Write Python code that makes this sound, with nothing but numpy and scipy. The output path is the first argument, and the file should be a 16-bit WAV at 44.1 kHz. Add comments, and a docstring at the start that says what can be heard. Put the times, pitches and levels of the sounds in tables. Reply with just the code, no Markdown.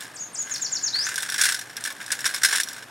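"""Wooden pull dog on concrete

Outdoors, close to the microphone, an old wooden dog is pulled along on a wheeled tin platform.
Grit rattles the wheels, bumps set the platform ringing, wire leg links tick in their slots and,
later on, the wooden legs clack. A small bird whistles one high phrase at the start, echoing
around the yard. Behind it all lie quiet, distant noise and a low hum."""
import sys
import numpy as np
from scipy import signal
from scipy.fft import rfft, irfft
from scipy.io import wavfile
from scipy.ndimage import uniform_filter1d

SR = 44100
rng = np.random.default_rng(int(sys.argv[2]) if len(sys.argv) > 2 else 0)


def unload_wav(signal):
    """Save mono or channel-first audio to the path in sys.argv[1] as 16-bit WAV at rate SR, clipped to [-1, 1]."""
    wavfile.write(
        sys.argv[1],
        SR,
        np.round(np.clip(np.atleast_2d(signal).T, -1, 1) * 32767).astype(np.int16),
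    )


N = 127890

# The open air. Each row: frequency in Hz, relative level in dB.
AIR_SPECTRUM = [(20, -21), (50, -18.5), (80, -16), (115, -2), (190, -5), (280, -2), (400, -6), (1100, -3.5),
                (2500, -10.5), (5000, -16.5), (10000, -22.5), (13000, -22.5), (16000, -47)]
# How alike the air is left and right. Each row: frequency in Hz, correlation from 0 to 1.
AIR_CORRELATION = [(25, .85), (70, 1), (300, 0.98), (700, 0.77), (10000, 1)]
# How hard the wheels rattle. Each row: time in seconds, relative level in dB.
ROLL_LEVELS = [(0, -41), (.1, -50.5), (.37, -53.5), (.47, -43), (.7, -49), (.9, -48), (1.0, -39.5),
               (1.36, -36), (1.45, -33), (1.59, -42.5), (1.73, -50.5), (1.87, -48), (1.98, -48.5),
               (2.14, -42), (2.41, -39.5), (2.58, -31), (2.63, -46), (2.82, -46.5), (2.9, -57)]
# Modes of the hollow platform, its tin, a wire link and the wooden legs.
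# Each row: frequency in Hz, relative level in dB, seconds to fall by 60 dB.
HOLLOW_MODES = [(1516, -2, 0.047), (1609, 4.5, 0.036), (1732, -3, 0.055), (2047, -15.5, 0.087)]
CLATTER_MODES = [(2824, -23, 0.099), (3490, -2.5, 0.013), (4200, -10, .03), (5362, 3.5, 0.032),
                 (5780, -7.5, 0.032), (6780, -9, 0.037), (7200, 1, 0.014), (8010, -4.5, 0.021),
                 (8420, -1, 0.041), (9300, -2, 0.026)]
WIRE_MODES = [(1720, -6, 0.0066), (3590, -3.5, 0.029), (3900, -15, 0.017), (5170, -2, 0.029),
              (5670, 4.5, 0.031), (7970, 1.5, 0.018), (8550, 3.5, 0.017), (10300, -4, 0.014),
              (11850, -5, 0.019)]
LEG_MODES = [(532, -10, 0.094), (927, -2.5, 0.042), (1130, 0.5, 0.1), (2237, 7, 0.064)]
# Dense ringing between the modes, hollow and bright. Each row: frequency in Hz, relative level in dB.
HOLLOW_SPECTRUM = [(100, -67), (400, -24), (800, -25), (1280, -12), (1600, 2.5), (2100, -5.5), (2600, -9.5),
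                   (3500, -11), (8000, -31)]
CLATTER_SPECTRUM = [(600, -40), (2000, -2), (3000, -8), (3700, 1.5), (4800, -2), (5400, -1), (6300, -1),
                    (8500, -3), (11000, -1.5), (13000, -15), (15500, -13.5)]
# Ticks of the leg links. Each row: start in seconds, relative level in dB.
LINK_TICKS = [(0.007, -30.5), (0.421, -33), (0.539, -30.5), (0.561, -29.5), (0.58, -32.5), (0.622, -33),
              (1.158, -20.5), (1.205, -27), (1.2238, -25.5), (1.3, -21.5), (1.3429, -20.5), (1.571, -33),
              (1.593, -26.5), (1.6117, -34), (1.7672, -24), (1.8393, -22.5), (1.924, -34), (2.028, -39),
              (2.063, -30.5), (2.118, -18.5), (2.206, -27), (2.255, -17.5), (2.276, -24), (2.362, -25.5),
              (2.381, -32.5), (2.634, -20), (2.687, -26), (2.732, -31)]
# Bumps under the platform. Each row: start in seconds, relative hollow and clatter levels in dB.
BUMPS = [(0.033, -54, -36), (0.47, -33, -55), (0.515, -33.5, -49), (0.787, -38, -40), (0.955, -28.5, -34),
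         (1.049, -32.5, -37), (1.067, -20, -26.5), (1.088, -25.5, -26), (1.114, -26.5, -37),
         (1.147, -33, -40), (1.179, -20, -21.5), (1.23, -24.5, -22.5), (1.289, -24, -28),
         (1.321, -25, -23.5), (1.344, -23, -29), (1.382, -45, -27), (1.388, -20.5, -25),
         (1.4131, -20.5, -9.5), (1.422, -19, -20), (1.436, -19.5, -13), (1.443, -20.5, -18.5),
         (1.454, -17, -14.5), (1.465, -24.5, -19.5), (1.41, -23, -21), (1.488, -18, -16.5),
         (1.503, -36, -27), (1.511, -27.5, -25), (1.522, -23.5, -18.5), (1.544, -26, -21.5),
         (1.5466, -34, -25.5), (1.613, -31, -33), (1.775, -30, -40), (1.807, -34.5, -33), (1.85, -26, -24),
         (1.859, -28, -24), (1.873, -25.5, -26), (1.903, -31, -29.5), (2.002, -31, -41),
         (2.013, -30.5, -33.5), (2.104, -23, -31), (2.121, -25, -16), (2.129, -25.5, -46), (2.19, -28, -29),
         (2.243, -21.5, -25), (2.258, -19, -16.5), (2.263, -22.5, -17), (2.31, -29, -31), (2.339, -28, -27),
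         (2.3447, -29, -19.5), (2.419, -26, -32), (2.434, -15.5, -10.5), (2.4473, -12, -10),
         (2.457, -21, -14.5), (2.486, -22.5, -20.5), (2.512, -25, -37), (2.526, -19, -20),
         (2.535, -22, -23), (2.55, -19.5, -29), (2.558, -24, -15.5), (2.572, -28, -23), (2.6, -19, -16.5),
         (2.609, -31, -21.5), (2.696, -35.5, -37)]
# The bird's dipping calls. Each row: start in seconds, time stretch, pitch factor, relative level in dB.
DIP_CALLS = [(-.178, 1.0, .99, -41), (.142, 1.02, 0.99, -33), (.331, 0.99, 1.005, -27.5)]
# One call: high hold, quick dip, level note. Each row: time in seconds, pitch in Hz, relative level in dB.
DIP_CONTOUR = [(0, 8700, -17), (0.013, 8860, -13.5), (.018, 7850, -2), (0.025, 6170, -6.5),
               (0.034, 4640, -10), (.043, 5600, -10.5), (.056, 6790, -2), (0.068, 6920, 2),
               (0.087, 6460, -1), (.106, 6350, -11)]
# Falling whistles. 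Each row: start and length in seconds, top pitch in Hz, relative level in dB.
FALLING_CALLS = [(0.502, 0.061, 7550, -32.5), (0.609, 0.059, 7700, -30.5), (.714, 0.061, 7670, -29.5),
                 (0.824, 0.063, 7500, -28)]
# One falling whistle. Each row: share of its length, share of its top pitch, relative level in dB.
FALL_CONTOUR = [(0, 1, -12), (0.222, 0.91, 6.5), (.42, 0.84, 7), (.53, 0.86, -22.5), (0.66, .765, 5),
                (0.849, 0.69, 3), (1, 0.53, 2.5)]
# The closing upward whistle. Each row: time in seconds, pitch in Hz, relative level in dB.
RISE_CONTOUR = [(.926, 3640, -40), (.945, 4260, -22), (.966, 4476, -23.5), (.974, 4550, -42),
                (.992, 4790, -22), (1.022, 5300, -29), (1.048, 6150, -28), (1.068, 7500, -31.5)]
# Clacks of the wooden legs. Each row: start in seconds, relative level in dB.
LEG_CLACKS = [(1.873, -38), (1.903, -37), (2.122, -33), (2.259, -34.5), (2.344, -31.5), (2.448, -32.5),
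              (2.529, -27)]
# The toy's stereo width at the microphone. Each row: frequency in Hz, side against mid in dB.
TOY_WIDTH = [(500, -21), (1600, -29), (5500, -21), (8500, -13.5), (13000, -27)]

HOLLOW_T60_S, CLATTER_T60_S, TAIL_T60_S = 0.053, 0.05, 0.22
HIT_S = .08
HIT_RMS = np.sqrt(.006 / HIT_S)  # a contact carries the energy of 6 ms at unit level
FIRM_DETUNE, LOOSE_DETUNE = 0.0082, 0.0203  # share by which a mode's pitch varies between contacts


def amp(db):
    """Decibels to gain."""
    return 10 ** (np.asarray(db) / 20)


def unit(x):
    """Scales to an rms of one."""
    return x / np.sqrt(np.mean(x ** 2) + 1e-20)


def read(spectrum, hz):
    """Reads a spectrum table on a log-frequency axis."""
    table_hz, value = np.transpose(spectrum)
    return np.interp(np.log(hz + 1), np.log(table_hz), value)


def colour(x, spectrum):
    """Filters by a spectrum table."""
    return irfft(rfft(x) * amp(read(spectrum, np.fft.rfftfreq(len(x), 1 / SR))), len(x))


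def add(mix, start_s, sound):
    """Mixes a sound in, dropping whatever falls outside the mix."""
    at = round(start_s * SR)
    sound = sound[max(-at, 0):]
    part = mix[max(at, 0):][:len(sound)]
    part += sound[:len(part)]


def background(air_db=-47, hum_db=-66.5, hum_hz=120.5, hum_width_hz=9):
    """Soft noise far from the microphone, with a low, wavering hum."""
    hz = np.fft.rfftfreq(N, 1 / SR)
    left, apart, hum_noise = rfft(rng.standard_normal((3, N)))
    same = np.clip(read(AIR_CORRELATION, hz), 0, 1)
    right = same * left + np.sqrt(1 - same ** 2) * apart
    air = irfft(np.array([left, right]) * amp(read(AIR_SPECTRUM, hz)), N)
    hum = irfft(hum_noise / (1 + (2 * (hz - hum_hz) / hum_width_hz) ** 2), N)
    return amp(air_db) * unit(air) + amp(hum_db) * unit(hum)


def ring(modes, spectrum, dense_t60, dense_db, detune, spread_db=5, tail_db=-15):
    """One contact: clear modes, struck differently each time, over dense ringing and faint reflections."""
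    t = np.arange(round(HIT_S * SR)) / SR
    hz, db, t60 = np.transpose(modes)[:, :, None]
    strength, shift, phase = rng.standard_normal((3, len(modes), 1))
    mode_decay = amp(db + spread_db * strength - 60 * t / t60)
    clear = (mode_decay * np.sin(2 * np.pi * (hz * (1 + detune * shift) * t + phase))).sum(0)
    dense_decay = amp(-60 * t / dense_t60) + amp(tail_db - 60 * t / TAIL_T60_S)
    dense = colour(rng.standard_normal(len(t)), spectrum) * dense_decay
    return HIT_RMS * unit(unit(clear) + amp(dense_db) * unit(dense))


def hollow():
    """The struck platform rings with a hollow note."""
    return ring(HOLLOW_MODES, HOLLOW_SPECTRUM, HOLLOW_T60_S, dense_db=-2.5, detune=FIRM_DETUNE)


def clatter():
    """The platform's tin rings brightly; loose parts take a new pitch on each contact."""
    return ring(CLATTER_MODES, CLATTER_SPECTRUM, CLATTER_T60_S, dense_db=0, detune=LOOSE_DETUNE)


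def wheels(grit_per_s=420, spread_db=6, hollow_db=1.5, variants=24):
    """Grit under the wheels jolts the platform at random; harder rolling sounds brighter."""
    roll_db = np.interp(np.arange(N) / SR, *np.transpose(ROLL_LEVELS))
    on_grit = rng.random(N) < grit_per_s / SR
    jolts = on_grit * amp(spread_db * np.minimum(rng.exponential(1, N), 3))
    variant = rng.integers(0, variants, N)
    rings = [(hollow(), clatter()) for _ in range(variants)]
    low, high = np.zeros((2, N))
    for at in np.flatnonzero(jolts):
        low_ring, high_ring = rings[variant[at]]
        add(low, at / SR, jolts[at] * low_ring)
        add(high, at / SR, jolts[at] * high_ring)
    bright_db = 0.26 * (roll_db - roll_db.mean())
    return amp(roll_db) * (amp(hollow_db) * unit(low) + amp(bright_db) * unit(high))


def links(gain_db=-3):
    """The leg wires snap against their slots with a clear ping."""
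    out = np.zeros(N)
    for start_s, db in LINK_TICKS:
        ping = ring(WIRE_MODES, CLATTER_SPECTRUM, CLATTER_T60_S, dense_db=-3, detune=FIRM_DETUNE)
        add(out, start_s, amp(db + gain_db) * ping)
    return out


def knock(part, attack_s=0.00037, bounce_db=-6):
    """A loose contact: it builds up over a moment and bounces once."""
    hit = part()
    bounce_s = rng.uniform(.001, .004)
    add(hit, bounce_s, amp(bounce_db) * part())
    attack = 1 - np.exp(-np.arange(len(hit)) / SR / attack_s)
    return HIT_RMS * unit(hit * attack)


def bumps(hollow_gain_db=-2.5, clatter_gain_db=-3):
    """Each bump in the concrete knocks the platform, sounding its hollow note and its tin."""
    out = np.zeros(N)
    for start_s, hollow_db, clatter_db in BUMPS:
        add(out, start_s, amp(hollow_db + hollow_gain_db) * knock(hollow))
        add(out, start_s, amp(clatter_db + clatter_gain_db) * knock(clatter))
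    return out


def echo(x, t60, delay_s, width):
    """Scattered reflections reach the microphone off the ground and nearby walls, in stereo."""
    t = np.arange(SR // 2) / SR
    taps = rng.standard_normal((2, len(t))) * (rng.random((2, len(t))) < .1)
    taps *= amp(-60 * t / t60) * (t > delay_s)
    taps /= np.linalg.norm(taps, axis=1, keepdims=True)
    mid, side = signal.fftconvolve(x[None], taps, axes=1)[:, :N]
    return np.array([mid + width * side, mid - width * side])


def whistle(times, hz, db, waver=0.007, fade_s=0.00089):
    """A pure, slightly unsteady tone along a pitch and level contour."""
    t = np.arange(0, times[-1], 1 / SR)
    drift = unit(uniform_filter1d(rng.standard_normal(SR // 2), 90))[:len(t)]
    turns = np.cumsum(np.interp(t, times, hz) * (1 + waver * drift)) / SR
    fade = np.clip(np.minimum(t, t[-1] - t) / fade_s, 0, 1)
    return np.sqrt(2) * fade * amp(np.interp(t, times, db)) * np.sin(2 * np.pi * turns)


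def bird(left_db=0.95, gain_db=-1, echo_db=-2.5):
    """Out in the yard, just left of centre: dipping calls, four falling whistles and a closing rise."""
    song = np.zeros(N)
    t, hz, db = np.transpose(DIP_CONTOUR)
    for start_s, stretch, pitch, call_db in DIP_CALLS:
        add(song, start_s, whistle(t * stretch, hz * pitch, db + call_db))
    share, fall, db = np.transpose(FALL_CONTOUR)
    for start_s, length_s, top_hz, call_db in FALLING_CALLS:
        add(song, start_s, whistle(share * length_s, fall * top_hz, db + call_db))
    t, hz, db = np.transpose(RISE_CONTOUR)
    add(song, t[0], whistle(t - t[0], hz, db))
    heard = song + amp(echo_db) * echo(song, t60=0.29, delay_s=0.003, width=0.2)
    return heard * amp(gain_db + np.array([[left_db], [-left_db]]))


def legs():
    """The wooden legs clack against the hollow dog with a dry note."""
    out = np.zeros(N)
    for start_s, db in LEG_CLACKS:
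        clack = ring(LEG_MODES, HOLLOW_SPECTRUM, HOLLOW_T60_S, dense_db=-8, detune=2 * LOOSE_DETUNE)
        add(out, start_s, amp(db) * clack)
    return out


def toy(lowest_hz=400, yard_db=-21):
    """The whole toy, close and nearly central, faintly echoed by the yard; too small to give off bass."""
    low_cut = signal.butter(2, lowest_hz, "high", fs=SR, output="sos")
    near = signal.sosfilt(low_cut, bumps() + legs() + links() + wheels())
    side = colour(signal.hilbert(near).imag, TOY_WIDTH)  # a quarter-cycle shift widens without panning
    yard = echo(near, TAIL_T60_S, delay_s=0.0061, width=0.35)
    return np.array([near + side, near - side]) + amp(yard_db) * yard


def scene():
    """The toy by the microphone, with the bird and the open air beyond."""
    return toy() + bird() + background()


def record(dry, edge_hz=15950):
    """The recorder's band limit takes off the highest treble."""
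    low_pass = signal.firwin(511, edge_hz, window=("kaiser", 9), fs=SR)
    return signal.oaconvolve(dry, low_pass[None], "same", axes=1)


dry = scene()
out = record(dry)
unload_wav(out)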